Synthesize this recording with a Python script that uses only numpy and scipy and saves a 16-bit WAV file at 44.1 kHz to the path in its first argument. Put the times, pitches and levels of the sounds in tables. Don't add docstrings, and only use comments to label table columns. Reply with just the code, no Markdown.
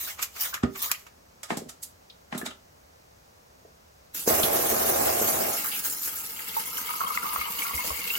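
import sys
import numpy as np
from scipy import signal
from scipy.fft import rfft, irfft
from scipy.io import wavfile

SR = 44100
rng = np.random.default_rng(int(sys.argv[2]) if len(sys.argv) > 2 else 0)


def put_to_file(sound):
    columns = np.atleast_2d(sound).T
    safe = np.clip(columns, -1, 1)
    whole_steps = np.round(safe * 32767)
    wavfile.write(sys.argv[1], SR, whole_steps.astype(np.int16))


N = 360738
TIME = np.arange(N) / SR

# (time [s], level [dB])
JET_HISS = [(4.29, -26), (4.43, -27.5), (4.49, -28.5), (4.66, -30.5), (4.86, -27.5), (5.02, -29),
            (5.3, -29.5), (5.7, -32.5), (6.42, -40), (6.8, -37.5), (7.3, -38.5), (8.18, -36.5)]
# (time [s], level [dB], spread [s])
THROWN_SPLASHES = [(5.77, -35, .02), (5.87, -43.5, 0.031), (6.03, -33.5, 0.014), (6.08, -35, 0.015),
                   (6.2, -37, 0.023), (6.575, -34, 0.032), (6.79, -36, 0.029), (7.16, -36, 0.0096),
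                   (7.34, -34, 0.014), (7.41, -37.5, 0.011), (7.69, -36.5, .02), (7.761, -30.5, 0.011),
                   (7.87, -33.5, 0.03), (8.13, -35.5, 0.03)]
# (time [s], level [dB], pitch [Hz], t60 [s])
JET_SPITS = [(4.278, -27, 11700, 0.0062), (4.432, -26.5, 3430, 0.079), (5.644, -36.5, 1380, 0.14),
             (5.716, -37.5, 2840, 0.33), (5.851, -31.5, 7000, .015), (5.899, -29, 7960, 0.02),
             (6.391, -38, 2040, 0.045), (6.492, -36, 3180, 0.034)]
# (time [s], level [dB])
JET_FORCE = [(4.32, -32.5), (4.42, -34.5), (5.186, -35), (5.5, -37.5)]
# (time [s], level [dB], pitch [Hz])
WATER_SLUGS = [(4.2763, -12, 450), (4.437, -26, 190), (4.555, -30, 418), (4.593, -20, 447),
               (4.727, -19, 420), (4.867, -28.5, 405.6), (4.917, -26, 486), (5.214, -19, 430)]
# (frequency [Hz], level [dB], t60 [s])
SINK_MODES = [(84, -25, 0.17), (171, -21, 0.12), (243, -1, 0.16), (283, -4.5, 0.065), (368, -3, 0.066),
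              (401.5, -16, 0.35), (461.7, -15.5, 0.2), (530, -15, 0.054), (620, -10, 0.17),
              (745, -11, 0.09), (830, -7, 0.07), (1065, -6, 0.06), (1920, -17, 0.14)]
# (time [s], level [dB], lower resonance [Hz], upper resonance [Hz])
AIR_GAPS = [(5.5, -41, 840, 1320), (5.85, -51.5, 860, 1280), (6.48, -51.5, 885, 1290),
            (7.04, -36, 995, 1214), (7.3, -34.5, 1006, 1210), (7.55, -39.5, 947, 1146),
            (8.18, -45.5, 960, 1120)]
# (time [s], level [dB])
SKIN_WATER = [(5.5, -42.5), (5.73, -46.5), (5.86, -58), (6.55, -46), (7.3, -43), (8.18, -39)]
# (time [s], level [dB], pitch [Hz], t60 [s])
AIR_PLOPS = [(6.566, -26.5, 891, 0.091), (6.783, -32.5, 1520, .03), (6.904, -29, 1220, .03),
             (6.938, -30, 1280, .03), (7.006, -23, 1300, 0.04), (7.0135, -22, 1090, 0.039),
             (7.036, -24, 1086, 0.048), (7.072, -30, 1120, 0.036), (7.108, -30.5, 1215, 0.05),
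             (7.1735, -24.5, 1170, 0.048), (7.174, -18, 2020, 0.016), (7.23, -26, 1340, 0.03),
             (7.256, -26, 1160, 0.037), (7.3605, -22, 1120, 0.029), (7.413, -28.5, 1217, 0.067),
             (7.414, -28.5, 2135, 0.043), (7.6207, -23.5, 2230, 0.042), (7.709, -30.5, 1104, 0.04),
             (7.777, -30, 2120, 0.12), (7.904, -30.5, 1070, 0.053), (8.103, -24, 2680, 0.068),
             (8.138, -28, 2870, .03), (8.153, -21, 2890, 0.023)]
# (time [s], thud level [dB], knock level [dB])
POTATO_BUMPS = [(7.379, -43, -47), (7.742, -35.5, -52), (7.846, -51, -40.5), (7.905, -37, -41)]
# (time of full flow [s], level [dB], swell [dB/s], hold [s], fine mist offset [dB])
PUMP_STROKES = [(0.005, -36, 904, 0.093, 3), (0.41, -31, 275, 0.045, 3.5), (0.821, -31.5, 283, 0.03, 2.5)]
# (time [s], level [dB], pitch [Hz], length [s])
PUMP_SQUELCHES = [(0.065, -40.5, 1754, 0.047), (0.441, -39.5, 1740, 0.024), (0.527, -38.5, 1310, 0.014),
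                  (0.566, -44, 1510, 0.014), (0.893, -42, 1450, 0.016), (0.938, -42.5, 2480, 0.016)]
# (time [s], level [dB], treble tilt [dB/octave], rise [s], t60 [s])
TRIGGER_CLICKS = [(.193, -38, -7, 0.0075, 0.21), (.229, -23.5, -0.5, 0.0068, 0.084),
                  (.366, -41.5, -6, 0.0081, 0.11), (.410, -25.5, 5, 0.0015, 0.033),
                  (.5425, -28.5, -4, 0.0028, 0.085), (.759, -39, -6.5, 0.0062, 0.082),
                  (.778, -37, 20, 0.0074, 0.1), (.9156, -12.5, -0.5, 0.00024, 0.01),
                  (.919, -24, -2, 0.0037, 0.047), (.994, -51.5, -2, .001, 0.28),
                  (1.067, -47.5, -7, 0.0012, 0.087)]
HANDLING_CLACKS = [(.635, -28, -11.5, 0.0031, 0.051), (1.432, -34.5, -2, 0.00066, 0.075),
                   (1.507, -40, -5, 0.011, 0.23), (1.572, -34, 1, 0.0017, 0.087),
                   (1.694, -39, -1, 0.0035, 0.078), (1.832, -32, 6.5, 0.0042, 0.08),
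                   (2.327, -45, -8.5, 0.0083, 0.37), (2.348, -43.5, -7.5, 0.001, 0.26),
                   (2.378, -35.5, 8, 0.00086, 0.12), (2.464, -33, -4, 0.0067, 0.065),
                   (2.512, -44.5, -8, 0.0043, 0.038)]
# (time [s], level [dB], low cutoff [Hz], high cutoff [Hz], rattle
# weight [ratio], rocking time [s])
SINK_BLOWS = [(.636, -13.5, 55, 403, 0.11, 0), (1.505, -30.5, 299, 1840, 1.96, 0),
              (1.512, -28, 175, 597, 1.4, 0), (1.572, -32.5, 179, 860, 0.97, .1),
              (2.326, -33.5, 201, 2170, 1.3, 0), (2.350, -31.5, 160, 600, 0.76, 0),
              (2.370, -34, 186, 400, 0.33, .04), (2.414, -40.5, 400, 1710, 1.2, 0),
              (2.430, -33, 187, 450, 0.38, 0), (2.466, -36.5, 190, 328, .3, 0),
              (3.65, -57.5, 400, 740, 2.6, .04)]
# (time [s], level [dB], pitch [Hz], width over pitch [ratio])
PART_TINKS = [(2.1, -46.5, 3700, 0.7), (2.379, -42, 3560, 0.38), (2.416, -39, 1736, 0.062),
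              (2.463, -36.5, 3680, 0.15), (2.508, -45, 3070, 0.14)]
# (frequency [Hz], level [dB])
SPRAY_SPECTRUM = [(88, -32.5), (150, -5), (291, -1.5), (398, -11), (466, -2.5), (545, -15), (1120, -12),
                  (1310, -3.5), (1450, -5.5), (2870, -10.5), (3700, -10.5), (6770, -2.5), (9260, -4.5),
                  (11700, 3), (16000, 2)]
STEEL_SPECTRUM = [(30, -37), (60, -3), (110, 0.5), (170, -17.5), (230, 5.5), (295, 2), (380, 8.5),
                  (540, 2.5), (630, 5.5), (790, -1.5), (890, -7), (1040, -0.5), (1500, -6.5), (2300, -14),
                  (3300, -24)]
SPLATTER_SPECTRUM = [(900, -37), (1850, -9.5), (2170, 11.5), (2450, -7.5), (2750, 7.5), (3400, -5.5),
                     (4600, 2.5), (9000, -39)]
WALL_SPECTRUM = [(110, -25), (190, 0.5), (260, -6.5), (370, -13), (470, 0), (560, -12.5), (900, -26)]
BUMP_SPECTRUM = [(60, -24), (200, -23), (330, -18), (470, -2), (700, -5), (1100, -19), (2500, -45)]
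COARSE_MIST_SPECTRUM = [(240, -15), (400, -16.5), (1230, -2.5), (1460, -13), (1730, -6.5), (2470, -7),
                        (3690, -3), (4380, -5.5), (6640, 0), (10500, -8), (12100, 1.5), (13500, -7),
                        (15000, 3), (16000, -12)]
FINE_MIST_SPECTRUM = [(5000, -34), (10500, -4), (12500, -3), (15000, 5), (16000, -14)]
TRIGGER_SPECTRUM = [(300, -17), (750, -11.5), (1200, -0.5), (1700, -6), (2300, 1), (4200, -3.5),
                    (6600, 3.5), (7400, 6), (9200, -3.5), (12300, 6), (15000, 1.5), (16000, -5)]
CLACK_SPECTRUM = [(350, -40), (600, 0), (1030, -8), (1350, 1), (1490, -4.5), (2090, -3.5), (2400, -7.5),
                  (2870, -3.5), (5950, 0), (7830, 6), (9240, -2), (11200, -1), (16000, -9)]
RATTLE_SPECTRUM = [(30, -25), (80, 17.5), (160, 19), (250, -0.5), (400, 2.5), (560, -7.5), (850, 1),
                   (1400, -17), (1850, 1.5), (2500, -1.5), (3500, 1.5), (16000, -10)]
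HOUSE_SPECTRUM = [(25, -26), (70, -2.5), (108, -10.5), (249, -15), (326, -19), (489, -15.5), (962, -21),
                  (1400, -23.5), (3430, -31), (6050, -25), (9320, -34.5), (16000, -31.5)]
# (frequency [Hz], side relative to mid [dB])
WATER_SIDE = [(100, -36), (270, -16), (430, 1), (560, 3.5), (700, -0.5), (880, 9), (1200, 1.5), (1600, 5.5),
              (2150, 1), (2800, 1), (6000, -0.5), (10000, -4.5)]
STEEL_SIDE = [(130, -37), (270, -7), (420, -5), (550, 8), (850, 11), (1050, -1), (2600, 7.5)]
MIST_SIDE = [(130, -10), (500, 3), (800, 3), (1500, 4), (3000, 3), (6000, -1), (12000, -6)]
HANDLING_SIDE = [(130, -16), (250, -13.5), (450, -2), (800, -2.5), (1500, 2), (5000, 0), (12000, -13.5)]
HOUSE_SIDE = [(60, -16), (200, -9), (380, -0.5), (700, 7.5), (1290, 4), (4400, 1.5), (8120, -11),
              (15000, -24)]
# (frequency [Hz], t60 [s])
ROOM_DECAY = [(100, 0.23), (500, 0.26), (2000, 0.22), (8000, 0.23), (16000, 0.19)]

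TAP_OPEN_S, LAND_S, LEAVE_STEEL_S = 4.149, 4.279, 5.5
BAND_LIMIT_HZ = 16000


def shower():
    fine = drops(per_s=13000, spread_db=3.5, t60=0.014, direct=0.67)
    coarse = drops(per_s=7000, spread_db=4.0, t60=0.015, direct=0.48)
    ringing = gain_of(-4) * pings(low_hz=2503, high_hz=15440, per_s=1200, cycles=1400)
    spatter = gain_of(-8.5) * drops(per_s=500, spread_db=3.5, t60=0.003, direct=1.6)
    on_bowl = np.clip((TIME - 5.0) / 0.92, 0, 1)
    clumps = gain_of((1.45 + 0.3 * on_bowl) * wander(1.2, 19))
    spray = (fine * np.sqrt(1 - on_bowl) + coarse * np.sqrt(on_bowl) + ringing + spatter) * clumps
    spray = colour(flicker(spray, depth_db=3.3, span_hz=280, span_s=0.024), SPRAY_SPECTRUM)
    puff = gain_of(-36.5) * np.exp(-since(TAP_OPEN_S) / 0.03)
    in_air = swell(TAP_OPEN_S, rise_s=0.005) * (gain_of(-39) + puff) * (TIME < LAND_S)
    landed = level(JET_HISS) * landing()
    thrown = sum(gain_of(db) * np.exp(-((TIME - s) / spread) ** 2 / 2)
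                 for s, db, spread in THROWN_SPLASHES)
    spray *= np.sqrt(in_air ** 2 + landed ** 2 + thrown ** 2)
    for s, db, hz, t60 in JET_SPITS:
        lead, spit = slap(hz, t60)
        add(spray, s - lead, gain_of(db) * spit)
    return place(spray, WATER_SIDE, pan_db=-1.6 + 2.0 * on_bowl)


def landing(surge_db=4.5, surge_s=0.0081):
    return swell(LAND_S, rise_s=0.007) * gain_of(surge_db * np.exp(-since(LAND_S) / surge_s))


def pings(low_hz, high_hz, per_s, cycles):
    length = SR // 100
    t = np.arange(length) / SR
    onset, size, strength, mid_phase, side_phase = rng.random((int(per_s * N / SR), 5)).T[:, :, None]
    hz = low_hz * (high_hz / low_hz) ** size
    envelope = (strength + 0.12) ** -.5 * np.exp(-np.log(1000) * t * hz / cycles) * np.sqrt(hz)
    samples = ((onset * N).astype(int) + np.arange(length)).ravel()
    rings = (envelope * np.sin(2 * np.pi * (hz * t + phase)) for phase in (mid_phase, side_phase))
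    return unit_rms(np.array([np.bincount(samples, ring.ravel(), N)[:N] for ring in rings]))


def drumming(leave_db_per_s=142):
    beats = drops(per_s=1800, spread_db=2.5, t60=0.031, direct=0.79)
    ring = unit_rms(signal.oaconvolve(beats, sink_ring()[:1], axes=1)[:, :N])
    roar = gain_of(1) * colour(beats, STEEL_SPECTRUM) + gain_of(-10) * ring
    force = landing() * level(JET_FORCE) * gain_of(-leave_db_per_s * since(LEAVE_STEEL_S))
    surges = gain_of(1.2 * wander(5.8, 18))
    return place(roar * force * surges, STEEL_SIDE, pan_db=-1.0)


def slugs(ring_db=-13):
    out = np.zeros((2, N))
    for s, db, hz in WATER_SLUGS:
        push = thump(hz, rise_s=0.0014)
        ring = signal.oaconvolve(sink_ring(), push[:1], axes=1)
        add(out, s, gain_of(db) * push)
        add(out, s, gain_of(db + ring_db) * ring / abs(ring).max())
    return place(out, STEEL_SIDE, pan_db=-1.0)


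def sink_ring(uneven_db=2.0, detune=0.032):
    t = np.arange(SR // 2) / SR
    ring = np.zeros((2, len(t)))
    for hz, db, t60 in SINK_MODES:
        weight, shift, lag = rng.uniform(-1.06, 1, 3)
        phase = np.array([[0], [np.sign(lag) * np.pi / 2]])
        envelope = gain_of(db + uneven_db * weight - 60 * t / t60)
        ring += envelope * np.sin(2 * np.pi * hz * (1 + detune * shift) * t + phase)
    return ring


def bowl():
    hollow = cavities()
    hollow += gain_of(-10) * bubbles(low_hz=973, high_hz=1357, per_s=70, cycles=69, count=12)
    skin_drops = drops(per_s=600, spread_db=4.0, t60=0.034, direct=0.67)
    froth = bubbles(low_hz=1950, high_hz=3300, per_s=110, cycles=110, count=18)
    wall_drops = drops(per_s=600, spread_db=5.5, t60=0.0087, direct=0.41)
    splatter = gain_of(-4) * colour(skin_drops, SPLATTER_SPECTRUM) + gain_of(-6) * froth
    splatter += gain_of(-13.5) * colour(wall_drops, WALL_SPECTRUM)
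    water = place(hollow * level([row[:2] for row in AIR_GAPS]), WATER_SIDE, pan_db=2.0)
    water += place(splatter * level(SKIN_WATER), WATER_SIDE, pan_db=1.5)
    return water * swell(LEAVE_STEEL_S, rise_s=0.18)


def cavities():
    s, _, lower_hz, upper_hz = np.transpose(AIR_GAPS)
    patter = drops(per_s=410, spread_db=4.0, t60=0.03, direct=1.0)
    lower = resonate(patter, np.interp(TIME, s, lower_hz), width_hz=113)
    upper = resonate(patter, np.interp(TIME, s, upper_hz), width_hz=157)
    return gain_of(-11.5) * lower + gain_of(-9.5) * upper


def bubbles(low_hz, high_hz, per_s, cycles, count):
    pitches = np.geomspace(low_hz, high_hz, count) * rng.uniform(1.0, 1.03, count)
    births = [impacts(per_s / count, spread_db=3.8) for _ in pitches]
    rings = [bubble(hz, cycles / hz, glide=0.065) for hz in pitches]
    return unit_rms(sum(signal.oaconvolve(born[None], ring, axes=1)[:, :N]
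                        for born, ring in zip(births, rings)))


def bubble(hz, t60, glide):
    t = np.arange(SR // 8) / SR
    turns = hz * t * (1 + glide * np.minimum(t / t60, 1))
    phase = 2 * np.pi * rng.random() + np.array([[0], [rng.choice([-1, 1]) * np.pi / 2]])
    return gain_of(-60 * t / t60) * (1 - np.exp(-t * hz * 2)) * np.sin(2 * np.pi * turns + phase)


def hand():
    out = np.zeros((2, N))
    for s, db, hz, t60 in AIR_PLOPS:
        lead, splat = slap(hz, t60)
        add(out, s - lead, gain_of(db - 13) * splat)
        add(out, s, gain_of(db + 1) * bubble(hz, t60, glide=0.047))
    for s, thud_db, knock_db in POTATO_BUMPS:
        lead, knock = burst(rise_s=0.0044, t60=0.16)
        add(out, s - lead, gain_of(knock_db) * colour(knock, BUMP_SPECTRUM))
        add(out, s, gain_of(thud_db) * thump(hz=70, rise_s=0.011))
    return place(out, WATER_SIDE)


def mist(empty_db_per_s=243, fine_fall_s=0.043):
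    flow, pressure = np.zeros(N), np.zeros(N)
    for s, db, swell_db_per_s, hold, fine_db in PUMP_STROKES:
        flow += gain_of(db + swell_db_per_s * np.minimum(TIME - s, 0) - empty_db_per_s * since(s + hold))
        pressure += gain_of(db + fine_db) * swell(s, rise_s=0.0018) * np.exp(-since(s) / fine_fall_s)
    coarse = drops(per_s=20000, spread_db=4.0, t60=0.0093, direct=0.65)
    coarse = colour(flicker(coarse, depth_db=3.8, span_hz=300, span_s=0.021), COARSE_MIST_SPECTRUM)
    fine = colour(drops(per_s=14000, spread_db=4.0, t60=0.0097, direct=0.61), FINE_MIST_SPECTRUM)
    return place(gain_of(-2) * coarse * flow + gain_of(0.5) * fine * pressure, MIST_SIDE)


def squelches(scatter_octaves=0.33, count=8):
    out = np.zeros((2, N))
    for s, db, hz, length in PUMP_SQUELCHES:
        pitches = hz * 2 ** (scatter_octaves * rng.permutation(np.linspace(-1, 1, count)))
        delays = length * (np.arange(count) + rng.random(count)) / count
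        for delay, pitch in zip(delays, pitches):
            add(out, s + delay, gain_of(db) * bubble(pitch, t60=0.056, glide=0.0054))
    return place(out, HANDLING_SIDE)


def knocks(rock_gap_s=0.041, rock_db_per_s=99, max_rocks=4):
    out, ring = np.zeros((2, N)), gain_of(-2) * sink_ring()
    for s, db, low_hz, high_hz, rattle_weight, rocking_s in SINK_BLOWS:
        lead, first = blow(ring, low_hz, high_hz, rattle_weight)
        add(out, s - lead, gain_of(db) * first)
        delays = rock_gap_s * (1 + np.arange(max_rocks) + rng.uniform(-0.18, 0.17, max_rocks))
        for delay in delays[delays < rocking_s]:
            lead, again = blow(ring, low_hz, high_hz=580, rattle_weight=0.83)
            add(out, s + delay - lead, gain_of(db - rock_db_per_s * delay) * again)
    return place(out, HANDLING_SIDE)


def blow(ring, low_hz, high_hz, rattle_weight):
    contact = signal.butter(3, [min(low_hz, .8 * high_hz), high_hz], "bandpass", fs=SR)
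    lead, noise = burst(rise_s=0.001, t60=0.024)
    rattle = unit_rms(signal.lfilter(*contact, colour(noise, RATTLE_SPECTRUM)))
    out = np.zeros((2, SR))
    add(out, 0, rattle_weight * gain_of(-18) * rattle)
    add(out, lead, signal.lfilter(*contact, ring))
    return lead, out


def clicks(contacts, spectrum, pan_db):
    out = np.zeros((2, N))
    for s, db, tilt_db, rise_s, t60 in contacts:
        lead, snap = burst(rise_s, t60)
        add(out, s - lead, gain_of(db) * colour(snap, spectrum, tilt_db))
    return place(out, HANDLING_SIDE, pan_db)


def tinks():
    out = np.zeros((2, N))
    for s, db, hz, width in PART_TINKS:
        lead, noise = burst(rise_s=0.0011, t60=0.053)
        peak = [(hz / 2, -40), (hz / (1 + width), -18), (hz, 0), (hz * (1 + width), -18), (hz * 2, -40)]
        add(out, s - lead, gain_of(db) * colour(noise, peak))
    return place(out, HANDLING_SIDE)


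def kitchen(x):
    hz, t, bands = signal.stft(rng.standard_normal((2, SR // 2)), SR, nperseg=256)
    envelope = gain_of(-60 * t / curve_at(ROOM_DECAY, hz)[:, None]) * (1 - np.exp(-t / 0.00048))
    tail = place(signal.istft(bands * envelope, SR, nperseg=256)[1], HANDLING_SIDE)
    return signal.fftconvolve(x, tail / np.linalg.norm(tail[0]), axes=1)[:, :N]


def background():
    return gain_of(-59) * place(colour(rng.standard_normal((2, N)), HOUSE_SPECTRUM), HOUSE_SIDE)


def impacts(per_s, spread_db):
    return (rng.random(N) < per_s / SR) * gain_of(spread_db * np.minimum(rng.exponential(1, N), 4.5))


def drops(per_s, spread_db, t60, direct):
    hits = impacts(per_s, spread_db)
    retained = gain_of(-120 / (t60 * SR))
    energy = signal.lfilter([1 - retained], [1, -retained], hits ** 2)
    scatter = np.sqrt(energy) * rng.standard_normal((2, N))
    return unit_rms(direct * hits * rng.choice([-1, 1], (2, N)) + scatter)


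def burst(rise_s, t60, lead=0.05):
    t = np.arange(SR // 3) / SR - lead
    envelope = np.exp(np.minimum(t, 0) / rise_s) * gain_of(-60 * np.maximum(t, 0) / t60)
    return lead, envelope * rng.standard_normal((2, len(t)))


def slap(hz, t60):
    lead, noise = burst(rise_s=0.00026, t60=t60)
    return lead, colour(noise, [(hz / 3, -30), (hz / 1.3, -8), (hz, 0), (hz * 1.3, -8), (hz * 3, -30)])


def thump(hz, rise_s):
    t = np.arange(SR // 4) / SR
    return t / rise_s * np.exp(1 - t / rise_s) * np.sin(2 * np.pi * hz * t) * np.array([[1], [0]])


def resonate(x, hz, width_hz):
    carrier = np.exp(2j * np.pi * np.cumsum(hz) / SR)
    pole = np.exp(-np.pi * width_hz / SR)
    return unit_rms((carrier * signal.lfilter([1], np.poly([pole, pole]), x / carrier)).real)


def flicker(x, depth_db, span_hz, span_s):
    frames = dict(fs=SR, nperseg=512, noverlap=384)
    bands = signal.stft(x, **frames)[2]
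    field = rng.standard_normal(bands.shape[1:])
    for axis, steps in enumerate([span_hz * 512 / SR, span_s * SR / 128]):
        window = np.expand_dims(signal.windows.gaussian(61, steps / 2), 1 - axis)
        field = signal.oaconvolve(field, window, "same")
    bands *= gain_of(depth_db * np.minimum(unit_rms(field), 1.5))
    return unit_rms(signal.istft(bands, **frames)[1][:, :N])


def wander(low_hz, high_hz):
    hz = np.fft.rfftfreq(N, 1 / SR) + 1e-9
    spectrum = rfft(rng.standard_normal(N)) / (1 + (hz / high_hz) ** 2) / (1 + (low_hz / hz) ** 2)
    return unit_rms(irfft(spectrum, N))


def colour(x, spectrum, tilt_db=0, keep_power=True):
    hz = abs(np.fft.fftfreq(4096, 1 / SR))
    gain = gain_of(curve_at(spectrum, hz) + tilt_db * np.log2(np.clip(hz, 1200, None) / SR))
    if keep_power:
        gain = unit_rms(gain * np.where(hz < BAND_LIMIT_HZ + 500, 1, .03))
    response = np.exp(np.conj(signal.hilbert(np.log(gain + 1e-6))))
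    taps = np.fft.ifft(response).real[:len(hz) // 2]
    return signal.oaconvolve(x, taps.reshape((1,) * (x.ndim - 1) + (-1,)), axes=-1)[..., :x.shape[-1]]


def place(pair, width, pan_db=0):
    mid, side = pair[0], colour(pair[1], width, keep_power=False)
    return np.array([(mid + side) * gain_of(pan_db / 2), (mid - side) * gain_of(-pan_db / 2)])


def curve_at(points, hz):
    known_hz, values = np.transpose(points)
    return np.interp(np.log(hz + 1), np.log(np.sort(known_hz) + 1), values)


def level(rows):
    s, db = np.transpose(rows)
    return gain_of(np.interp(TIME, np.sort(s), db))


def swell(s, rise_s):
    return np.exp(np.minimum(TIME - s, 0) / rise_s)


def since(s):
    return np.maximum(TIME - s, 0)


def add(mix, s, sound):
    part = mix[:, max(round(s * SR), 0):][:, :sound.shape[1]]
    part += sound[:, :part.shape[1]]


def gain_of(db):
    return 10 ** (np.asarray(db) / 20)


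def unit_rms(x):
    return x / np.sqrt(np.mean(x ** 2) + 1e-20)


def scene():
    bottle = mist() + squelches() + clicks(TRIGGER_CLICKS, TRIGGER_SPECTRUM, pan_db=-1.0)
    clacks = clicks(HANDLING_CLACKS, CLACK_SPECTRUM, pan_db=-2.0) + tinks()
    blows = knocks()
    water = shower() + drumming() + slugs() + bowl()
    potatoes = hand()
    to_room = gain_of(-11.5) * bottle + gain_of(-6.5) * clacks + gain_of(-4) * blows
    to_room += gain_of(-8) * water + gain_of(-16) * potatoes
    return bottle + clacks + blows + water + potatoes + kitchen(to_room) + background()


def record(dry):
    taps = signal.firwin(511, BAND_LIMIT_HZ, window=("kaiser", 9), fs=SR)
    return signal.oaconvolve(dry, taps[None], "same")


dry = scene()
out = record(dry)
put_to_file(out)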